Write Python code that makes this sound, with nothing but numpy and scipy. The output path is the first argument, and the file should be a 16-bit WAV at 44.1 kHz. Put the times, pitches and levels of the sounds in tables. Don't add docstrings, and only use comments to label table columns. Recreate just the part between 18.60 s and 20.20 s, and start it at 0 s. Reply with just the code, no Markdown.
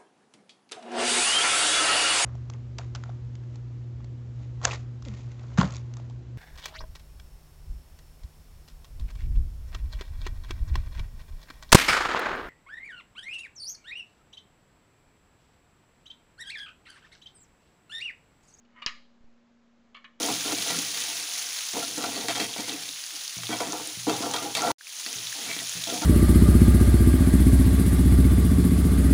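import sys
import numpy as np
from scipy import signal
from scipy.fft import rfft, irfft
from scipy.io import wavfile

SR = 44100
rng = np.random.default_rng(int(sys.argv[2]) if len(sys.argv) > 2 else 0)


def transcribe(signal):
    frames = np.atleast_2d(signal).T
    limited = np.clip(frames, -1, 1)
    pcm = np.round(limited * 32767).astype(np.int16)
    wavfile.write(sys.argv[1], SR, pcm)


def makeup_ratio(level_db):
    decades = np.asarray(level_db, float) / 20
    return 10 ** decades


N = 70560


def unit(x):
    return x / np.sqrt(np.mean(x ** 2))


def walk(hz):
    low_pass = signal.butter(2, hz, fs=SR, output="sos")
    return unit(signal.sosfilt(low_pass, rng.standard_normal(N + SR))[SR:])


def place(x, start_s):
    out, i = np.zeros(N), int(start_s * SR)
    out[i:i + len(x)] = x[:N - i]
    return out


def ring(force, modes, scatter_db=0.0):
    out, chance = 0, rng.standard_normal(len(modes))
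    for k, (hz, db, t60_s) in enumerate(modes):
        radius = np.exp(-np.log(1000) / (t60_s * SR))
        angle = 2 * np.pi * hz / SR
        gain = (-1) ** k * makeup_ratio(db + scatter_db * chance[k])
        numerator = [0, radius * np.sin(angle)]
        denominator = [1, -2 * radius * np.cos(angle), radius * radius]
        out = out + gain * signal.lfilter(numerator, denominator, force)
    return out


def chatter(t, decay_ms):
    rise_ms = 1.5
    swell = 1 - np.exp(-t / (rise_ms / 1000))
    x = rng.standard_normal(len(t)) * swell * np.exp(-t / (decay_ms / 1000))
    return x / np.sqrt(np.sum(x ** 2))


def landing():
    # (frequency [Hz], level [dB], t60 [s])
    bead_modes = [(4800, 7.5, 0.0044), (5510, -2, 0.0081), (6090, -2.5, 0.0051), (2213, -22.5, 0.0047),
                  (1220, -17.5, 0.0077)]
    # (frequency [Hz], level [dB], t60 [s])
    base_modes = [(1142, -4, 0.0067), (1278, -6, 0.028), (1620, -4, 0.008), (1870, 0, 0.0083),
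                  (2194, -4.5, .02), (2550, -5, .015), (2884, -1.5, .02), (3283, -5, .012),
                  (3870, -4.5, .012), (4176, -3.5, .01), (5570, -7.5, .005), (6480, -10, .005),
                  (7200, -14.5, 0.004)]
    # (frequency [Hz], level [dB], t60 [s])
    wire_rings = [(1258, -5, 0.17), (1870, -11, 0.11), (2258, -7, 0.081), (2352, -20.5, 0.42),
                  (2836, -12, 0.12), (2880, -14.5, 0.3), (3086, -2.5, .12), (3135, -8, 0.033)]
    land_s, chatter_ms = 0.26255, 15.7
    crack_db, base_db, wires_db = -17, -20.5, -34.5
    rebound_ms, rebound_db, wire_rise_s = 0.6, -8, 0.0032
    crack_echo_db, wires_echo_db = -3.5, -13.5

    t = np.arange(SR // 2) / SR
    blow = 1.0 * (t == 0)
    rebound = makeup_ratio(rebound_db) * np.roll(blow, int(rebound_ms * SR / 1000))
    contact = np.convolve(blow + rebound, [0.25, 0.5, 0.25])[:len(t)]
    crack = makeup_ratio(crack_db) * ring(contact, bead_modes)
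    base = makeup_ratio(base_db) * ring(chatter(t, chatter_ms), base_modes)
    wires = makeup_ratio(wires_db) * ring(blow, wire_rings) * np.minimum(t / wire_rise_s, 1)
    direct = crack + base + wires
    to_walls = makeup_ratio(crack_echo_db) * crack + base + makeup_ratio(wires_echo_db) * wires
    return place(direct, land_s), place(to_walls, land_s)


def knocks(events, modes):
    # (frequency [Hz], level [dB], t60 [s])
    edge_modes = [(4100, 2, 0.002), (5000, 1, 0.0013), (6500, -8, 0.0027), (7200, -14.5, .004)]
    out, t = 0, np.arange(SR // 4) / SR
    for start_s, level_db, chatter_ms, crack_db in events:
        body = makeup_ratio(level_db) * ring(chatter(t, chatter_ms), modes, scatter_db=2)
        edge = makeup_ratio(crack_db + 12) * ring(chatter(t, 0.2 * chatter_ms), edge_modes)
        out = out + place(body + edge, start_s)
    return out


def falling_bead():
    # (time [s], level [dB], contact chatter [ms], crack level [dB])
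    events = [
        (.0488, -64, 10.8, -68),
        (.1965, -56, 1.9, -75.5),
        (.2190, -33.5, 10, -48.5),
    ]
    # (frequency [Hz], level [dB], t60 [s])
    modes = [(1166, -2.5, .03), (1920, -5.5, .02), (2328, -3, .025), (2895, 4, 0.021), (3692, -9.5, 0.032),
             (4485, -6.5, 0.0084), (6000, -20.5, .005), (7200, -20.5, .005)]
    return knocks(events, modes)


def pushed_beads():
    # (time [s], level [dB], contact chatter [ms], crack level [dB])
    events = [
        (.128, -65, 8, -82),
        (1.3445, -38, 22.7, -57.5),
        (1.3665, -43, 4.8, -58),
        (1.386, -66.5, 5.3, -86),
    ]
    # (frequency [Hz], level [dB], t60 [s])
    modes = [(650, -23, 0.086), (1080, -6, 0.028), (1260, -5.5, 0.032), (1504, -4.5, 0.0088),
             (1805, -1, .018), (2240, -3, 0.042), (2360, 0, 0.0082), (2914, 0, 0.015), (3430, -3.5, .015),
             (4160, -8, 0.012), (4700, -12.5, 0.0056), (6300, -23, 0.0046)]
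    return knocks(events, modes)


def bead_on_bead():
    # (time [s], level [dB], contact chatter [ms], crack level [dB])
    events = [
        (1.4420, -42, 8.1, -57.5),
        (1.590, -63.5, 9.4, -80),
    ]
    # (frequency [Hz], level [dB], t60 [s])
    modes = [(1077, -8, 0.054), (1290, -3.5, .015), (1775, 2.5, 0.04), (2246, -0.5, .025),
             (2424, -2, 0.025), (2944, -1, 0.057), (3264, -4, 0.024), (3880, -4.5, 0.011),
             (4960, -18, .006), (6100, -12.5, 0.0064)]
    return knocks(events, modes)


def slide():
    # (time [s], level [dB])
    envelope = [(0.089, -75), (.14, -80.5), (.165, -56), (0.188, -55.5), (.212, -58.5), (0.249, -65),
                (0.26, -83.5)]
    # (frequency [Hz], level [dB], t60 [s])
    wire_modes = [(1026, -7.5, 0.059), (1286, -3, 0.052), (1630, -4, .012), (1883, -3, 0.054),
                  (2150, -2, 0.029), (2500, -7, .012), (2940, -1, 0.017)]
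    ticks_per_s, scatter_db = 1300, 1.5
    chance = rng.random((3, N))
    struck = chance[0] < ticks_per_s / SR
    strength = makeup_ratio(-scatter_db * np.log(chance[1] + 1e-9))
    ticks = struck * strength * np.sign(chance[2] - 0.5)
    time_s, level_db = np.array(envelope).T
    level = makeup_ratio(np.interp(np.arange(N) / SR, time_s, level_db, -120, -120))
    return unit(ring(ticks, wire_modes)) * level


def room(x):
    # (centre [Hz], level [dB], t60 [s])
    bands = [(519, -26.5, 0.37), (1100, -4.5, .3), (1852, -2, 0.27), (3447, -13, 0.47), (4400, -12.5, 0.17),
             (5800, -10, 0.089), (7235, -8.5, 0.32)]
    gap_s, rise_s = 0.0024, 0.004
    t, echo = np.arange(SR // 2) / SR, 0
    for hz, db, t60_s in bands:
        band_pass = signal.butter(2, [hz / 1.135, hz * 1.305], "band", fs=SR, output="sos")
        noise = signal.sosfilt(band_pass, rng.standard_normal(len(t)))
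        echo = echo + makeup_ratio(db - 29 - 60 * t / t60_s) * noise
    onset = np.clip((t - gap_s) / rise_s, 0, 1)
    return signal.fftconvolve(x, echo * onset)[:N]


def unsteady_tone(hz, drift_hz, drift_rate_hz, level_db, wobble_db, wobble_rate_hz):
    phase = 2 * np.pi * np.cumsum(hz + drift_hz * walk(drift_rate_hz)) / SR
    return np.sin(phase) * makeup_ratio(level_db + wobble_db * walk(wobble_rate_hz))


def hum():
    # (frequency [Hz], level [dB], t60 [s])
    drone_modes = [(205, 2, 0.15), (170, -7, .08)]
    low = unsteady_tone(236, 1, 1.6, -65 + 3, 0.3, 4.1)
    overtone = unsteady_tone(556, 4, 1.7, -78.5, 1.77, 3.3)
    drone = unit(ring(rng.standard_normal(N), drone_modes)) * makeup_ratio(-78.5)
    return low + overtone + drone


def hiss_and_rumble():
    # (frequency [Hz], density [dB per Hz])
    spectrum = [(150, -37), (260, -0.5), (272, -7.5), (566, -6), (665, -8), (1140, -10.5), (1560, -12),
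                (5570, -24), (8650, -27.5), (11200, -71.5), (19000, -120)]
    hz, db = np.array(spectrum).T
    f = np.arange(N // 2 + 1) * SR / N
    shape = makeup_ratio(np.interp(np.log(f + 1), np.log(hz), db)) * np.minimum(f / 150, 1)
    hiss = irfft(rfft(rng.standard_normal(N)) * shape, N)
    band_pass = signal.butter(1, [15, 200], "band", fs=SR, output="sos")
    rumble = signal.sosfilt(band_pass, rng.standard_normal(N))
    return unit(hiss) * makeup_ratio(-69.5 + 1.1 * walk(1)) + unit(rumble) * makeup_ratio(-74)


def scene():
    direct, to_walls = landing()
    soft = falling_bead() + pushed_beads() + bead_on_bead() + slide()
    echo = room(soft + to_walls)
    return (soft + direct + echo + hum() + hiss_and_rumble())[None]


def offset_swings():
    # (time [s], offset jump [full scale])
    steps = [
        (.2630, -.0074),
        (.609, .0028),
        (.6435, .003),
    ]
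    edge_s, fade_s, rest_offset = 0.0004, 0.092, -0.0004
    t, swing = np.arange(N) / SR, rest_offset
    for step_s, jump in steps:
        since_s = np.maximum(t - step_s, 0)
        swing = swing + jump * (1 - np.exp(-since_s / edge_s)) * np.exp(-since_s / fade_s)
    return swing


def top_cut(x):
    return signal.sosfilt(signal.butter(12, 8800, fs=SR, output="sos"), x)


def record(dry):
    top_hz = 7620
    dull = signal.sosfilt(signal.butter(12, top_hz, fs=SR, output="sos"), dry)
    return top_cut(dull + offset_swings())


dry = scene()
out = record(dry)
transcribe(out)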